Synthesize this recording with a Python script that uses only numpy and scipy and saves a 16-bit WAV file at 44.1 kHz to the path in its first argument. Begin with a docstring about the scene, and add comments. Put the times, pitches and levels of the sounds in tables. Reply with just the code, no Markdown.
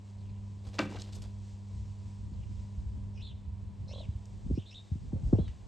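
"""A transformer hums in a barnyard; a breeze rumbles on the microphone and far leaves hiss. At 0.8 s a peafowl
leaps at a mirror leaning on the barn wall: its wings beat from 0.67 s, one clattering kick rings the pane, and
wings and claws go on as it comes down. From 3.1 s a small bird chirps nearby; at 3.9 s something creaks softly.
The hum sinks and the breeze ends in a run of dull thumps as its eddies strike the microphone's two ports."""
import sys
import numpy as np
from scipy import signal
from scipy.fft import rfft, irfft, next_fast_len
from scipy.io import wavfile
from scipy.ndimage import map_coordinates

SR = 44100
rng = np.random.default_rng(int(sys.argv[2]) if len(sys.argv) > 2 else 0)


def persist_wave(psi):
    """Save psi, clipped to +-1, as 16-bit WAV."""
    counts = np.round(np.clip(psi, -1, 1) * 32767).astype(np.int16)
    wavfile.write(sys.argv[1], SR, np.atleast_2d(counts).T)


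N = 250047

# Contacts on the mirror. Each row: start in seconds, level in dB, brightness in Hz, ring share in dB.
KICK_CONTACTS = [(.785, -29.5, 2260, -15), (0.7867, -27, 1680, -9), (.7899, -21, 4000, -13),
                 (0.7906, -16.5, 1220, -3), (.7914, -20.5, 600, -2), (0.7955, -26.5, 2300, -7.5),
                 (0.8066, -34, 900, -1.5), (0.8231, -33.5, 762, -6), (.825, -31.5, 170, 2),
                 (.854, -41, 300, 2), (.893, -43, 280, 3), (.921, -38, 620, -15), (.945, -36, 500, -13.5),
                 (.956, -38.5, 700, -11), (0.97, -42.5, 1470, -8)]
# Modes of glass and frame. Each row: frequency in Hz, relative level in dB, t60 in seconds.
MIRROR_MODES = [(108.7, -14.5, 0.18), (209, -10, 0.16), (290.3, 1, 0.13), (349, -4.5, 0.1),
                (525, -11, 0.11), (640, -5.5, 0.082), (800, -17, .07), (1083, -15, 0.073),
                (1225, -21, 0.19), (1511, -8.5, 0.098), (1680, -16, 0.11), (2060, -13, .08),
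                (2334, -9, 0.09), (2690, -15, .11), (3770, -20, .12)]
def kick(crack_cycles=24, attack_cycles=1.03, swell_cycles=1.35, sag=.1, sag_s=.022, bend_hz=420):
    """Claws, feet and body hit the glass: each cracks and rings the pane, soft ones only its low modes."""
    out, t = np.zeros(N), clock(SR // 2)
    for start_s, db, bright_hz, ring_db in KICK_CONTACTS:
        ring = np.zeros(len(t))
        for hz, mode_db, t60_s in MIRROR_MODES:
            bend = sag * np.exp(-t / sag_s) / (1 + (hz / bend_hz) ** 4)  # low modes sink as it unbends
            load = .01 * rng.normal() * hz / (hz + bend_hz)  # the bird's weight shifts the loose pane
            rattle = .014 * band(len(t), 60, q=.96)
            phase = 2 * np.pi * hz * np.cumsum(1 + bend + load + rattle) / SR
            gain = amp(mode_db + rng.normal(0, 1)) / np.hypot(1, (hz / bright_hz / 1.25) ** 2)
            ring += gain * fade(t, t60_s) * (1 - np.exp(-t * hz / swell_cycles)) * np.sin(phase)
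        attack = 1 - np.exp(-t * bright_hz / attack_cycles)
        crack = band(len(t), bright_hz, q=1.72) * fade(t, crack_cycles / bright_hz) * attack
        add(out, start_s, amp(db) * (crack + amp(ring_db) * ring))
    return out


def kick_tail(level_db=-38.5, t60_s=.18, centre_hz=1970, uneven_db=4):
    """A rough, diffuse noise tail rings on after the main blow."""
    out, t = np.zeros(N), clock(SR // 2)
    blow_s = max(KICK_CONTACTS, key=lambda row: row[1])[0]
    grain = unit(band(len(t), centre_hz, q=.66) * amp(uneven_db * wobble(400)[:len(t)]))
    add(out, blow_s, amp(level_db) * grain * fade(t, t60_s))
    return out


# Wing effort. Each row: time in seconds, level in dB.
WING_EFFORT = [(.67, -63.5), (.83, -58.5), (.92, -61), (1.08, -65.5), (1.16, -62.5), (1.25, -64.5)]
# Wing tips on the wall. Each row: peak time in seconds, level in dB, centre in Hz.
WING_BRUSHES = [(0.744, -59, 3020), (.819, -52.5, 2920), (0.944, -54.5, 2710), (.963, -54.5, 2570),
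                (1.011, -56.5, 4690), (1.133, -55.5, 4240), (1.157, -50.5, 6330)]
def wings(first_s=.672, gap_s=.0815, strokes=8, hiss_hz=3860, whoosh_hz=405, whoosh_db=4.5, flutter_db=3):
    """Steady strokes: stiff feathers hiss, push air aside and brush the wall."""
    out, t = np.zeros(N), clock(SR // 4) - 1 / 8

    def swish(hz, sigma_s=.02):
        return band(len(t), hz, q=.68) * np.exp(-(t / sigma_s) ** 2 / 2)

    for peak_s in first_s + gap_s * np.arange(strokes):
        stroke = swish(hiss_hz) + amp(whoosh_db) * swish(whoosh_hz)
        add(out, peak_s + t[0], amp(at_time(WING_EFFORT, peak_s)) * stroke)
    for peak_s, db, hz in WING_BRUSHES:
        add(out, peak_s + t[0], amp(db) * swish(hz, sigma_s=.0071))
    return out * amp(flutter_db * wobble(300))


# Claw contacts. Each row: start in seconds, level in dB, centre in Hz, t60 in seconds, resonance Q.
CLAW_TICKS = [(.988, -51, 4240, .02, 1.2), (.997, -47.5, 4260, 0.047, 1.7), (1.0187, -40.5, 6160, 0.017, 2),
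              (1.0206, -43, 3860, 0.018, 1.4), (1.04, -55, 3750, 0.065, .9),
              (1.22, -47.5, 5700, 0.055, 0.59), (1.24, -53, 4170, .012, .7),
              (4.256, -56.5, 6500, 0.018, 0.81), (5.4795, -52, 1890, 0.031, 1.8),
              (5.48, -61, 3360, 0.12, 1.0)]
def claws():
    """Claws tick and scratch on the frame and on gritty concrete."""
    out, t = np.zeros(N), clock(SR // 8)
    for start_s, db, hz, t60_s, q in CLAW_TICKS:
        add(out, start_s, amp(db) * band(len(t), hz, q) * fade(t, t60_s))
    return out


# Arched calls. Each row: start and length in seconds, level in dB, start, top and end pitch in Hz,
# moment of the rise from 0 to 1, opening dip in Hz, harsh onset in dB, upper voice in dB,
# upper voice pitch ratio, fade over the fall in dB.
CHIRPS = [(3.136, 0.2, -52.5, 2460, 3624, 2775, .42, 449.5, -10, -0.5, 1.16, 8.5),
          (3.877, 0.19, -53, 2117, 3380, 1997, 0.28, 0.5, 2, 2, 1.21, 10),
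          (4.544, .11, -56.5, 2350, 3115, 2660, 0.36, 101, 0, -5, 1.14, 5.5),
          (4.65, 0.072, -57, 2840, 3750, 3270, 0.16, -0.5, -14, -1, 1.12, 3),
          (4.699, .124, -48, 2500, 3757, 3550, .35, 99.5, -5.5, -11, 1.07, 12),
          (5.345, 0.16, -61, 2740, 3370, 2700, .26, 0.5, -7, -4, 1.2, -2)]
# Chirp colour: bright near 3.8 and 5.3 kHz, dipping between. Each row: frequency in Hz, gain in dB.
CHIRP_COLOUR = [(1900, -8.5), (2500, -3), (3100, -4.5), (3750, 0), (4200, -1.5), (4650, -9.5), (5300, -1),
                (6200, -8), (8000, -9)]
def small_bird(dip_s=.025, rise_s=.006, fall_from=.6, opening_db=-3.5):
    """Both sides of the syrinx chirp: a low harsh opening, a leap to a rasp, then a fall."""
    out = np.zeros(N)
    hiss = .51 * band(N, 5400, q=2.4)
    for (start_s, length_s, db, start_hz, top_hz, end_hz,
         rise_at, dip_hz, harsh_db, upper_db, upper_ratio, fall_db) in CHIRPS:
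        progress, gate = note(start_s, length_s)
        dip = np.exp(-(progress * length_s / dip_s) ** 2)
        rise = (1 + np.tanh((progress - rise_at) * length_s / rise_s / 2)) / 2
        fall = np.clip((progress - fall_from) / (1 - fall_from), 0, 1) ** 1.5
        hz = start_hz + dip_hz * dip + (top_hz - start_hz) * rise + (end_hz - top_hz) * fall
        swell = np.clip(1.75 * progress / rise_at, .15, 1) ** 2
        harsh = amp(harsh_db) * (1 - rise) / swell ** .98  # stays level while the fundamental swells in
        upper_gain = amp(upper_db) * (.71 + .29 * rise)
        voice = syrinx(hz, harsh) + upper_gain * syrinx(upper_ratio * hz, harsh) + harsh * hiss
        out += gate * swell * amp(db + opening_db * (1 - rise) - fall_db * fall) * voice
    return filtered(out, lambda hz: amp(at_hz(CHIRP_COLOUR, hz)))


def syrinx(hz, harsh, rasp=.033, hoarse_db=-8, hoarse_hz=330, octave_db=-18, shimmer_db=3):
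    """One side of a bird's voice: a rasping tone whose octave grows with harshness."""
    phase = 2 * np.pi * np.cumsum(hz * (1 + rasp * wobble(900))) / SR
    tone = np.sin(phase) + (harsh + amp(octave_db)) * np.sin(2 * phase)
    hoarse = 1 + amp(hoarse_db) * band(N, hoarse_hz, q=1)  # smears the tone into a narrow band
    return tone * unit(hoarse * amp(shimmer_db * wobble(170)))


def note(start_s, length_s, edge_s=.011):
    """Progress from 0 to 1 through a call, and its gate."""
    age_s = clock(N) - start_s
    gate = np.clip(np.minimum(age_s, length_s - age_s) / edge_s, 0, 1)
    return np.clip(age_s / length_s, 0, 1), gate


# Creak swell. Each row: time in seconds, relative level in dB.
CREAK_SWELL = [(3.87, -52), (3.905, -40.5), (4.004, -37), (4.028, -47)]
def creak(first_s=3.8695, gap_s=.021, slowing_s=.00055, slips=8, t60_s=.028, attack_s=.0036):
    """Soft slips slow a little as they swell, each exciting two hollow resonances."""
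    out, t = np.zeros(N), clock(SR // 16)
    envelope = fade(t, t60_s) * (1 - np.exp(-t / attack_s))
    for k in range(slips):
        start_s = first_s + k * gap_s + slowing_s * k * (k - 1) / 2
        low = np.sin(2 * np.pi * rng.normal(538, 35) * t)
        high = amp(-14.5) * np.sin(2 * np.pi * rng.normal(1000, 70) * t)
        scrape = .39 * band(len(t), 655, q=3)
        add(out, start_s, 2 * amp(at_time(CREAK_SWELL, start_s)) * (low + high + scrape) * envelope)
    return out


# Eddies on the microphone. Each row: start in seconds, level in dB, start pitch in Hz, t60 in seconds.
EDDY_THUMPS = [(0.67, -30, 101, 0.13), (1.759, -30, 107, 0.31), (2.316, -36, 270, 0.32),
               (2.575, -30.5, 91, 0.27), (2.774, -22.5, 105, 0.13), (2.86, -24, 90.4, 0.16),
               (2.955, -30, 111, 0.26), (3.474, -25, 91, 0.14), (3.799, -35, 207, 0.3),
               (4.085, -21.5, 133, 0.13), (4.151, -22, 103, 0.084), (4.46, -24.5, 263, 0.073),
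               (4.478, -24, 60, 0.21), (4.499, -23.5, 330, 0.047), (4.507, -17, 356, 0.07),
               (4.533, -15.5, 109, .07), (4.549, -31.5, 340, .07), (4.574, -20, 413, 0.09),
               (4.915, -18.5, 179, 0.13), (4.953, -27.5, 251, 0.15), (5.016, -35.5, 223, 0.17),
               (5.129, -22, 341, 0.19), (5.153, -22.5, 225, 0.088), (5.231, -27, 181, 0.19),
               (5.3267, -9.5, 411, 0.15), (5.348, -25, 552, 0.081), (5.3835, -19.5, 500, 0.091),
               (5.395, -12.5, 184, 0.075), (5.425, -33.5, 384, 0.18), (5.485, -27.5, 109, 0.15)]
def thumps(glide_s=.00762, attack_s=.0032, puff_db=-14, puff_t60_s=.3, spread=.058, octaves_per_db=.02):
    """Each eddy strikes both ports: a pressure swing that slows as it dies, with a dull puff."""
    out, t = np.zeros((2, N)), clock(SR // 3)
    glide = np.exp(-(t / glide_s) ** 1.95) * (1 + opposed(spread))  # the ports settle together
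    attack = 1 - np.exp(-(t / attack_s) ** 2)
    for start_s, db, start_hz, t60_s in EDDY_THUMPS:
        end_hz = 79 * (start_hz / 200) ** .3  # faster eddies settle higher
        hz = end_hz + (start_hz - end_hz) * glide
        swing = np.sin(2 * np.pi * np.cumsum(hz, axis=1) / SR)
        puff = np.array([band(len(t), start_hz, q=1) for port in range(2)])
        push = (swing + amp(puff_db) * puff * fade(t, puff_t60_s)) * fade(t, t60_s) * attack
        cutoff_hz = 1.16 * start_hz * 2 ** (octaves_per_db * (db + 20))  # harder eddies are brighter
        lowpass = signal.butter(2, min(cutoff_hz, SR / 4), fs=SR, output="sos")
        add(out, start_s, amp(db) * signal.sosfilt(lowpass, push))
    return out


# Eddy rustles. Each row: start in seconds, level in dB, centre in Hz, t60 in seconds.
EDDY_SCUFFS = [(5.117, -59, 800, .1), (5.155, -50.5, 470, .2), (5.3275, -37, 650, 0.024),
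               (5.346, -50, 700, 0.07), (5.385, -47, 555, .16)]
def scuffs(q=1.6, attack_s=.003):
    """The strongest eddies leave a rough, dull rustle at each port."""
    out, t = np.zeros((2, N)), clock(SR // 3)
    for start_s, db, hz, t60_s in EDDY_SCUFFS:
        rustle = band(len(t), hz, q) + opposed(band(len(t), hz, q))
        add(out, start_s, amp(db) * rustle * fade(t, t60_s) * (1 - np.exp(-t / attack_s)))
    return out


# Gusts. Each row: time in seconds, relative level in dB.
GUSTS = [(0, -61.5), (.27, -50.5), (.58, -55), (.9, -55.5), (1.2, -47), (1.35, -50.5), (1.65, -58),
         (1.8, -44), (2.12, -51.5), (2.35, -43), (2.58, -42), (2.7, -52.5), (2.82, -43.5), (3.04, -43),
         (3.15, -49.5), (3.65, -47.5), (3.9, -46.5), (4.3, -53), (4.5, -39), (4.68, -60.5), (4.86, -58.5),
         (5.05, -45.5), (5.28, -36.5), (5.44, -34), (5.56, -50)]
# Wind rumble. Each row: frequency in Hz, relative density in dB.
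RUMBLE_SPECTRUM = [(20, -23.5), (35, -6.5), (55, 1), (80, 2), (130, -7), (250, -20.5), (450, -38.5),
                   (900, -51), (2000, -100)]
def breeze(gain_db=3, lumps_db=3, flutter_db=3.5, flutter_hz=520):
    """Lumpy low turbulence at the microphone; the strongest gusts add a higher flutter."""
    flow = amp(at_time(GUSTS, clock(N)) + gain_db)
    lumps = unit(amp(lumps_db * wobble(25)))
    flutter = np.array([band(N, flutter_hz, q=1) for port in range(2)])
    return lumps * (flow * rush(RUMBLE_SPECTRUM) + amp(flutter_db) * flow ** 2 * flutter)


# Hum loudness. Each row: time in seconds, level in dB.
HUM_LEVEL = [(0, -49), (.3, -43), (2.9, -43.5), (3.8, -45), (4.35, -44.5), (4.72, -53.5), (5.67, -55.5)]
# Hum lines. Each row: multiple of the fundamental, relative level in dB.
HUM_LINES = [(1, -0.5), (2, -10), (3, -37), (4, -32.5), (6, -39), (9.5, -35), (10, -35)]
def transformer(fundamental_hz=99.97, drift=.000756, waver_db=1.3):
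    """A transformer hums in lines that waver slightly together."""
    phase = 2 * np.pi * np.cumsum(fundamental_hz * (1 + drift * wobble(2.92))) / SR
    lines = sum(amp(db) * np.sin(k * phase + 2 * np.pi * rng.random()) for k, db in HUM_LINES)
    return np.sqrt(2) * amp(at_time(HUM_LEVEL, clock(N)) + waver_db * wobble(7)) * lines


# Distant calls. Each row: start in seconds, length in seconds, level in dB.
FAR_CALLS = [(0.168, 0.15, -75), (0.279, 0.11, -72), (2.316, .14, -73)]
def far_bird(from_hz=4900, to_hz=2410, broken_db=4.5):
    """A bird further off: faint, hoarse, broken calls that slide down."""
    out = np.zeros(N)
    for start_s, length_s, db in FAR_CALLS:
        progress, gate = note(start_s, length_s)
        hz = from_hz * (to_hz / from_hz) ** progress
        out += gate * amp(db + broken_db * wobble(60)) * syrinx(hz, harsh=0, rasp=.08, hoarse_db=-1.5)
    return out


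# Far murmur. Each row: frequency in Hz, relative density in dB.
MURMUR_SPECTRUM = [(30, -19.5), (150, 10.5), (300, 6.5), (500, 1.5), (750, -0.5), (1000, 0.5),
                   (1350, -12.5), (2500, -12.5), (4000, -14.5), (6000, -19.5), (8500, -18), (9400, -28.5),
                   (12000, -25)]
# Foliage loudness. Each row: time in seconds, level in dB.
LEAF_LEVEL = [(0, -75.5), (1.3, -69.5), (2, -70), (2.6, -70), (3.1, -75.5), (3.55, -84.5), (4, -72.5),
              (4.9, -71), (5.67, -72.5)]
# Foliage hiss. Each row: frequency in Hz, relative density in dB.
LEAF_SPECTRUM = [(500, -23), (2000, -4.5), (4000, -1.5), (8000, -1), (9500, -11), (12000, -15)]
def countryside(murmur_db=-62):
    """A steady far murmur, and foliage that hisses as the wind comes and goes."""
    murmur = amp(murmur_db + .43 * wobble(3.1)) * rush(MURMUR_SPECTRUM)
    leaves = amp(at_time(LEAF_LEVEL, clock(N)) + 1.8 * wobble(13)) * rush(LEAF_SPECTRUM)
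    return murmur + leaves


# Stereo width of the background noise. Each row: frequency in Hz, left-right correlation.
STEREO_CORRELATION = [(30, 0.97), (60, 0.84), (130, 0.24), (300, 0.3), (500, 0.56), (1000, 0.04),
                      (1600, 0.99), (3000, 1), (6000, 1)]
def rush(spectrum):
    """Stereo noise of rms 1: wide in the low mids, centred in the treble."""
    def response(hz):
        angle = np.arccos(np.clip(at_hz(STEREO_CORRELATION, hz), -1, 1)) / 2
        return amp(at_hz(spectrum, hz)) * [np.cos(angle), np.sin(angle)]

    mid, side = filtered(rng.standard_normal((2, N)), response)
    return unit(np.array([mid + side, mid - side]))


# Yard reverberation. Each row: frequency in Hz, t60 in seconds.
YARD_DECAY = [(150, 0.93), (600, 0.33), (3000, 0.54), (6000, 0.063), (10000, 0.32)]
def in_yard(x, wet_db, width=.19):
    """The direct sound and its scatter off the barn walls, in stereo."""
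    hz, t, noise = signal.stft(rng.standard_normal((2, SR // 2)), SR, nperseg=256)
    mid, side = signal.istft(noise * fade(t, at_hz(YARD_DECAY, hz)[:, None]), SR, nperseg=256)[1]
    tail = np.array([mid + width * side, mid - width * side]) / np.linalg.norm(mid)
    delayed = np.pad(tail, ((0, 0), (SR // 200, 0)))
    return x + amp(wet_db) * signal.fftconvolve(x[None], delayed, axes=1)[:, :N]


def with_wall_echo(x, delay_s=.062, echo_db=-10, corner_hz=430):
    """The sound and its low part returned by a far wall."""
    echo = filtered(x, lambda hz: np.exp(-2j * np.pi * hz * delay_s) / (1 + 1j * hz / corner_hz) ** 2)
    return x + amp(echo_db) * echo


def field_echo(x, delay_s=.122, echo_db=-25):
    """A late, scattered return from a building across the field."""
    delayed = np.pad(x, (round(delay_s * SR), 0))[:N]
    return amp(echo_db) * in_yard(delayed, wet_db=-2)


def amp(db):
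    """Decibels to gain."""
    return 10 ** (np.asarray(db) / 20)


def unit(x):
    """Scale to rms 1."""
    return x / np.sqrt(np.mean(x ** 2) + 1e-20)


def clock(size):
    """Sample times in seconds."""
    return np.arange(size) / SR


def fade(t, t60_s):
    """Exponential decay by 60 dB in t60_s."""
    return np.exp(-np.log(1000) * t / t60_s)


def opposed(difference):
    """Half to the left, minus half to the right."""
    return np.array([[.5], [-.5]]) * difference


def at_hz(points, hz):
    """Interpolate (Hz, value) rows on a log axis."""
    knots_hz, values = np.transpose(points)
    return np.interp(np.log(hz + 1), np.log(knots_hz + 1), values)


def at_time(points, t):
    """Interpolate (seconds, value) rows."""
    return np.interp(t, *np.transpose(points))


def wobble(knots_per_s):
    """A smooth random curve."""
    return map_coordinates(rng.standard_normal(int(N * knots_per_s / SR) + 4), [clock(N) * knots_per_s])


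def filtered(x, response):
    """Apply a frequency response to x."""
    size = x.shape[-1]
    padded = next_fast_len(size + SR // 4)
    return irfft(rfft(x, padded) * response(np.fft.rfftfreq(padded, 1 / SR)), padded)[..., :size]


def band(size, hz, q):
    """Noise of rms 1 in one broad resonance with steep skirts."""
    resonance = lambda f: (f * hz / q / np.abs(hz * hz - f * f + 1j * f * hz / q)) ** 2
    return unit(filtered(rng.standard_normal(size), resonance))


def add(track, start_s, x):
    """Mix x into the track."""
    part = track[..., round(start_s * SR):][..., :x.shape[-1]]
    part += x[..., :part.shape[-1]]


def scene():
    """The birds and the creak in the yard, over countryside, hum and wind."""
    mirror = in_yard(with_wall_echo(kick() + kick_tail()), wet_db=-12.5, width=.23)
    peafowl = in_yard(wings() + claws(), wet_db=-8.5)
    calls = small_bird() + far_bird()
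    songbirds = in_yard(calls, wet_db=-14) + field_echo(calls)
    creaking = in_yard(creak(), wet_db=-12, width=.9)
    background = countryside() + transformer()
    wind = breeze() + thumps() + scuffs()
    return mirror + peafowl + songbirds + creaking + background + wind


# Stereo phase. Each row: frequency in Hz, right minus left in radians.
STEREO_PHASE = [(100, 0), (6500, 0), (7800, 0.24), (8600, 0.27), (9100, 3.5)]
# Stereo balance. Each row: frequency in Hz, left minus right in dB.
STEREO_BALANCE = [(400, -0.5), (620, 0), (1100, 3), (1900, 0)]
def record(dry, limit_hz=12000):
    """Overall stereo colour: mids lean left; the top treble is faint, wide and out of phase."""
    colour_hz_db = [(5000, -.5), (8500, -1.5), (9500, -5), (12000, 3.5)]

    def response(hz):
        phase = np.exp(-1j * opposed(at_hz(STEREO_PHASE, hz)))
        balance = amp(opposed(at_hz(STEREO_BALANCE, hz)))
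        return amp(at_hz(colour_hz_db, hz)) * phase * balance * (hz < limit_hz)

    return filtered(dry, response)


dry = scene()
out = record(dry)
persist_wave(out)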